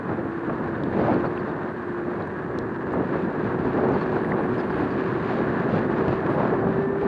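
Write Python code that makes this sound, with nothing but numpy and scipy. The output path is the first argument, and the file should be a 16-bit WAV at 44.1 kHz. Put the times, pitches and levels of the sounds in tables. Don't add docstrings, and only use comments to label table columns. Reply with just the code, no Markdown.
import sys
import numpy as np
from scipy.fft import rfft, irfft, next_fast_len
from scipy.io import wavfile
from scipy.ndimage import map_coordinates

SR = 44100
rng = np.random.default_rng(int(sys.argv[2]) if len(sys.argv) > 2 else 0)


def unload_wav(signal):
    wavfile.write(
        sys.argv[1],
        SR,
        np.round(np.clip(np.atleast_2d(signal).T, -1, 1) * 32767).astype(np.int16),
    )


N = 311787

# time in seconds, pitch in Hz before a slight drift.
MOTOR_PITCH = [(0, 332), (.4, 337.4), (.8, 337.3), (1.3, 352), (1.72, 361.5), (2, 347), (2.42, 369),
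               (2.9, 375.8), (3.6, 370), (3.95, 369.7), (4.25, 375.4), (4.5, 364.5), (4.88, 377.5),
               (6.05, 381.2), (6.4, 386.2), (6.68, 387), (7.07, 399.8)]
# time in seconds, level in dB.
HUM_LEVEL = [(0, -45), (.25, -34), (.8, -34), (1.25, -29.5), (1.5, -39), (1.75, -35), (2, -32.5),
             (2.25, -39), (2.45, -37.5), (2.7, -39), (3.4, -36), (3.9, -28), (4.15, -32.5), (4.35, -38.5),
             (4.5, -30.5), (4.7, -36), (4.95, -30), (5.5, -35.5), (6.2, -30), (6.6, -33.5)]
# time in seconds, level in dB.
UNDERTONE_LEVEL = [(0, -50), (1.1, -44.5), (1.7, -40), (1.95, -47), (2.3, -41), (3.6, -37.5), (4.5, -39.5),
                   (5.7, -36.5), (6.3, -38), (7, -42)]
UNDERTONE_ORDER = 0.9
# multiple of the main tone, relative level in dB.
WHINE_ORDERS = [(2.5, -9), (3, -5.5), (4, -12), (4.5, -4.5), (5, -8)]
WHINE_DB, WHINE_JITTER_RAD = -51.5, 0.36
THROTTLE_S, THROTTLE_RISE_S = 6.62, 0.13
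THROTTLE_HUM_DB, THROTTLE_WHINE_DB = 6.5, 8
COVER_HZ, COVER_WIDTH_HZ, COVER_DB = 1720, 83, 5
CASE_HZ = 1880

# time in seconds, relative level in dB.
HEADWIND_LEVEL = [(0, -33.5), (.35, -34), (.85, -31), (1.4, -32), (1.75, -35.5), (2.2, -33.5), (2.78, -34),
                  (3.2, -29.5), (4.5, -27.5), (5.2, -29.5), (5.5, -27), (6.65, -27), (6.97, -31)]
# start in seconds, length in seconds, buffet rise in dB, rush rise in dB.
GUSTS = [(.07, 0.053, 5.5, 9), (.16, .09, 4, 5), (.475, 0.058, 4.5, 5), (.575, 0.073, 4, 3),
         (.62, 0.032, -1, 4), (.84, .42, 2.5, 0), (.912, 0.347, 2.5, 7.5), (.975, 0.16, 1, 4),
         (1.45, 0.25, -0.5, 3.5), (2.06, 0.15, 2, 5.5), (2.48, .18, 3, 1.5), (2.85, .17, 3, 3.5),
         (2.93, .085, 3.5, 5), (3.11, 0.06, 3, 4.5), (3.42, 0.036, 2.5, 1), (3.63, 0.03, 2.5, 5),
         (3.735, 0.22, 2.5, 7), (3.895, 0.05, 2.5, 0), (3.99, .035, 0, 3), (4.115, 0.065, 1.5, 5),
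         (4.3, 0.1, -0.5, 4), (4.75, .085, 2, 3.5), (5.29, .12, 0.5, 4), (5.715, .05, 3.5, 2.5),
         (5.97, 0.12, 1, 4), (6.06, .035, 3, 1.5), (6.27, .3, 2, 5), (6.36, .09, 0.5, 2.5),
         (6.6, 0.089, 2.5, 3.5), (6.73, 0.05, 3, 3), (7.01, .1, 5, 5.5)]
GUST_ATTACK_S, GUST_RELEASE_S = 0.025, 0.05
RUSH_DB, RUSH_GROWTH = -35.5, 1
# frequency in Hz, relative density in dB per Hz.
THUMP_SPECTRUM = [(20, -30), (45, -17.5), (70, -7), (105, 0), (145, 2), (200, -3), (300, -22.5),
                  (600, -72.5)]
BUFFET_SPECTRUM = [(60, -34), (110, -17.5), (160, -2.5), (250, -0.5), (350, -2.5), (450, -4.5), (560, -14),
                   (900, -27), (2000, -84.5)]
RUSH_SPECTRUM = [(150, -25.5), (300, -1), (450, 1), (600, 1), (850, -2), (1100, -6), (1400, -11.5),
                 (2000, -21.5), (3000, -43.5), (6000, -65.5), (10000, -88.5)]

# time in seconds, relative level in dB.
SURFACE_COARSENESS = [(0, -40.5), (1.4, -39), (2, -41), (2.75, -40.5), (3.5, -38.5), (4.1, -37.5),
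                      (5.7, -36.5), (6.45, -38), (6.85, -42)]
# start in seconds, length in seconds, grit rise in dB.
PATCHES = [(.1, 0.072, 1), (.925, 0.2, 5.6), (2.08, .1, 3), (2.92, 0.29, 2), (3.6, 0.054, 3.5),
           (3.77, 0.28, 2), (4.08, 0.065, 3.5), (4.28, .1, 0), (4.5, 0.07, 2), (4.74, 0.09, 2.5),
           (4.92, .12, 1.5), (5.21, 0.15, 3.5), (5.68, 0.073, 5), (6.03, 0.084, 3), (6.29, .16, 2.5),
           (6.66, 0.63, 5.5)]
PATCH_ATTACK_S, PATCH_RELEASE_S = 0.045, 0.087
GRIT_DB, GRIT_GROWTH, GRIT_PER_GUST = -53.5, 1.98, 0.12
# frequency in Hz, relative density in dB per Hz.
ROAR_SPECTRUM = [(400, -22), (800, -1), (1120, 4.5), (1240, -0.5), (1550, 1.5), (1760, 0.5), (1950, -8),
                 (2250, -21), (3000, -34.5), (5000, -68.5)]
GRIT_SPECTRUM = [(1200, -17), (2000, 4.5), (2550, 3), (3200, -5.5), (4100, -8), (4700, -13.5),
                 (5400, -22.5), (7000, -27.5), (10000, -44), (11200, -60.5)]
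# start in seconds, length in seconds, rise in dB.
SIZZLES = [(3.75, 1.1, 3), (4.13, 0.16, 7.5), (4.35, .5, 6.5), (6.24, 0.1, 11.5)]
SIZZLE_DB, SIZZLE_ATTACK_S, SIZZLE_RELEASE_S = -87, 0.04, 0.06

# frequency in Hz, relative density in dB per Hz.
HISS_SPECTRUM = [(2000, -10), (4000, 0), (7000, 3), (10300, -3), (11200, -24)]

# time in seconds, relative thud level in dB, relative slap level in dB.
JOINTS = [(.497, -22, -21), (.914, -28, -30), (1.037, -28, -25), (1.123, -19, -20.5), (1.243, -18.5, -18),
          (2.938, -26.5, -23), (2.993, -24, -28), (3.655, -17.5, -26), (3.918, -20, -27), (4.059, -28, -23),
          (4.166, -23, -22), (5.741, -18, -20), (5.982, -22, -21), (6.081, -16.5, -16.5), (6.388, -24, -27),
          (6.67, -25, -20.5), (6.785, -19, -27)]
# pitch in Hz, relative level in dB, 60 dB decay in seconds.
CHASSIS_MODES = [(148, -4.5, .07), (260, 0, .06), (420, 0, 0.027)]
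SLAP_T60_S, SLAP_DB = 0.03, 12

# time in seconds, tick peak in dB, centre in Hz, width in octaves,
# snap peak in dB.
STONES = [(.497, -38, 2400, .25, -66), (0.8367, -36, 3830, 0.23, -50), (1.377, -30.5, 2566, 0.21, -62.5),
          (2.2235, -43, 4000, 0.12, -68), (2.275, -53, 6460, .35, -61), (2.5882, -29.5, 3900, 0.33, -40),
          (2.9328, -51, 7400, 0.28, -61), (3.888, -52, 5470, 0.32, -57.5), (3.922, -52, 5180, .35, -58.5),
          (4.248, -28, 1850, 0.13, -63.5), (4.292, -53, 8570, 0.29, -60.5), (4.321, -18.5, 1760, 0.17, -65),
          (5.983, -40, 3000, .5, -62.5), (6.083, -33, 3000, 0.5, -59)]
SNAP_HZ, SNAP_OCTAVES = 6500, 0.42

# start in seconds, relative level in dB, starting pitch in Hz, length in seconds,
# fall as a share of the pitch.
CHIRPS = [(1.003, -53, 4600, .022, .02), (1.128, -50, 4450, .026, .03), (1.25, -52.5, 4460, .036, 0.036),
          (1.355, -55, 3880, .02, .04), (1.385, -55.5, 4650, .038, .15), (1.485, -55, 3840, .032, .1),
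          (3.93, -51.5, 4600, .035, .08), (4.002, -48.5, 4440, .045, .14), (4.577, -52, 5000, .047, .12),
          (4.701, -55, 4730, .03, .11), (4.898, -52, 4630, .04, 0.11)]

TOP_HZ = 11200


def amp(db):
    return 10 ** (np.asarray(db) / 20)


def unit(x):
    return x / np.sqrt(np.mean(x ** 2) + 1e-20)


def curves(rows):
    s, *cols = np.transpose(rows)
    return [np.interp(np.arange(N) / SR, s, c) for c in cols]


def wobble(rate):
    knots = rng.standard_normal(int(N * rate / SR) + 4)
    return map_coordinates(knots, [np.arange(N) * rate / SR])


def swell(start_s, length_s, attack_s, release_s):
    t = np.arange(N) / SR - start_s
    rise, fall = t / attack_s, 1 - (t - length_s) / release_s
    return np.clip(np.minimum(rise, fall), 0, 1)


def swells(rows, attack_s, release_s):
    return sum(np.outer(rises, swell(s, length, attack_s, release_s)) for s, length, *rises in rows)


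def filtered(x, response):
    size = next_fast_len(len(x) + 8192)
    return irfft(rfft(x, size) * response(np.fft.rfftfreq(size, 1 / SR)), size)[:len(x)]


def coloured(x, spectrum):
    f, db = np.transpose(spectrum)
    return unit(filtered(x, lambda hz: amp(np.interp(np.log(hz + 1), np.log(f), db))))


def band(x, centre_hz, octaves):
    return filtered(x, lambda hz: np.exp(-.5 * (np.log2((hz + 1) / centre_hz) / octaves) ** 2))


def muffled(x):
    return filtered(x, lambda hz: 1 / (1 + (hz / CASE_HZ) ** 24))


def noise():
    return rng.standard_normal(N)


def grains(rate, spread_db):
    struck = rng.random(N) < rate / SR
    return unit(struck * noise() * amp(2 * spread_db * rng.random(N)))


def add(track, s, sound):
    room = track[max(round(s * SR), 0):][:len(sound)]
    room += sound[:len(room)]


def flutter_tone(db, phase, flutter_db):
    return amp(db + flutter_db * wobble(16)) * np.sqrt(2) * np.sin(phase)


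def cover_db(hz):
    return COVER_DB / (1 + ((hz - COVER_HZ) / COVER_WIDTH_HZ) ** 2)


def motor():
    pitch, = curves(MOTOR_PITCH)
    hum_db, = curves(HUM_LEVEL)
    undertone_db, = curves(UNDERTONE_LEVEL)
    angle = 2 * np.pi * np.cumsum(pitch * (1 + 0.0012 * wobble(14))) / SR
    load = np.clip((np.arange(N) / SR - THROTTLE_S) / THROTTLE_RISE_S, 0, 1)

    hum = flutter_tone(hum_db + THROTTLE_HUM_DB * load, angle, flutter_db=0.5)
    undertone = flutter_tone(undertone_db, UNDERTONE_ORDER * angle, flutter_db=1.5)
    whine = np.zeros(N)
    for order, db in WHINE_ORDERS:
        rough_phase = order * angle + WHINE_JITTER_RAD * wobble(70)
        whine += flutter_tone(db + cover_db(order * pitch), rough_phase, flutter_db=0.9)
    return hum + undertone + amp(WHINE_DB + THROTTLE_WHINE_DB * load) * muffled(whine)


def wind(gust_thinning=0.29):
    steady_db, = curves(HEADWIND_LEVEL)
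    buffet_rise, rush_rise = swells(GUSTS, GUST_ATTACK_S, GUST_RELEASE_S)
    unrest = wobble(12)
    buffet_db = steady_db + buffet_rise + 0.5 * unrest
    headwind_lift = RUSH_GROWTH * (steady_db - steady_db.mean())
    rush_db = RUSH_DB + headwind_lift + rush_rise + 0.25 * unrest

    thump_db = buffet_db - 8.0 - gust_thinning * (rush_db - buffet_db)
    thump = amp(thump_db) * coloured(noise(), THUMP_SPECTRUM)
    eddies = wobble(70)
    buffet = amp(buffet_db + 0.86 + 0.5 * eddies) * coloured(noise(), BUFFET_SPECTRUM)
    sputter = noise() * amp(0.91 * eddies + 2.24 * wobble(350))
    return thump + buffet + amp(rush_db) * coloured(sputter, RUSH_SPECTRUM)


def tyres():
    roar_db, = curves(SURFACE_COARSENESS)
    patch_db, = swells(PATCHES, PATCH_ATTACK_S, PATCH_RELEASE_S)
    _, gust_db = swells(GUSTS, GUST_ATTACK_S, GUST_RELEASE_S)
    coarse_lift = GRIT_GROWTH * (roar_db - roar_db.mean())
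    grit_db = GRIT_DB + coarse_lift + patch_db + GRIT_PER_GUST * gust_db + 0.45 * wobble(11)

    texture = amp(1.1 * wobble(45) + 0.53 * wobble(14))
    roar_contact = texture * (noise() + 0.79 * grains(rate=900, spread_db=1))
    grit_contact = texture * (noise() + 0.65 * grains(rate=700, spread_db=5.5))
    roar = amp(roar_db + 2.0) * coloured(roar_contact, ROAR_SPECTRUM)
    return roar + amp(grit_db) * coloured(grit_contact, GRIT_SPECTRUM)


def sizzle():
    rise_db, = swells(SIZZLES, SIZZLE_ATTACK_S, SIZZLE_RELEASE_S)
    level_db = SIZZLE_DB + rise_db + 1.5 * wobble(25)
    source = noise() + 0.8 * grains(rate=250, spread_db=4.5)
    return amp(level_db) * unit(band(source, centre_hz=9300, octaves=0.13))


def microphone_hiss():
    return amp(-77.0) * coloured(noise(), HISS_SPECTRUM)


def joints():
    thuds, slaps = np.zeros(N), np.zeros(N)
    t = np.arange(SR // 4) / SR
    ring = sum(amp(db - 60 * t / t60) * np.sin(2 * np.pi * hz * t) for hz, db, t60 in CHASSIS_MODES)
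    onset = 1 - np.exp(-t / 0.0015)
    for s, thud_db, slap_db in JOINTS:
        add(thuds, s, amp(thud_db) * onset * ring)
        add(slaps, s, amp(slap_db - 60 * t / SLAP_T60_S))
    slap_noise = band(slaps * noise(), centre_hz=810, octaves=0.85)
    return thuds + amp(SLAP_DB) * muffled(slap_noise)


def stones():
    out = np.zeros(N)
    t = np.arange(-SR // 50, SR // 50) / SR
    for s, db, hz, octaves, snap_db in STONES:
        rasp = (t > 0) * rng.standard_normal(len(t)) * amp(-60 * np.abs(t) / 0.0084)
        contact = (t == 0) + 0.11 * rasp
        tick = band(contact, hz, octaves)
        snap = band(contact, SNAP_HZ, SNAP_OCTAVES)
        add(out, s + t[0], amp(db) * tick / np.abs(tick).max() + amp(snap_db) * snap / np.abs(snap).max())
    return out


def bird(rasp=0.2):
    out = np.zeros(N)
    for s, db, hz, length, fall in CHIRPS:
        u = np.linspace(0, 1, int(length * SR))
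        pitch = hz * (1 - fall * u ** 2 + rasp * rng.standard_normal(len(u)))
        envelope = np.sin(np.pi * u ** 0.82)
        add(out, s, amp(db - 4.0) * envelope * np.sin(2 * np.pi * np.cumsum(pitch) / SR))
    return out


def scene():
    ride = motor() + wind() + tyres() + sizzle() + microphone_hiss()
    return (ride + joints() + stones() + bird())[None]


def record(dry):
    return filtered(dry[0], lambda hz: hz < TOP_HZ)[None]


dry = scene()
out = record(dry)
unload_wav(out)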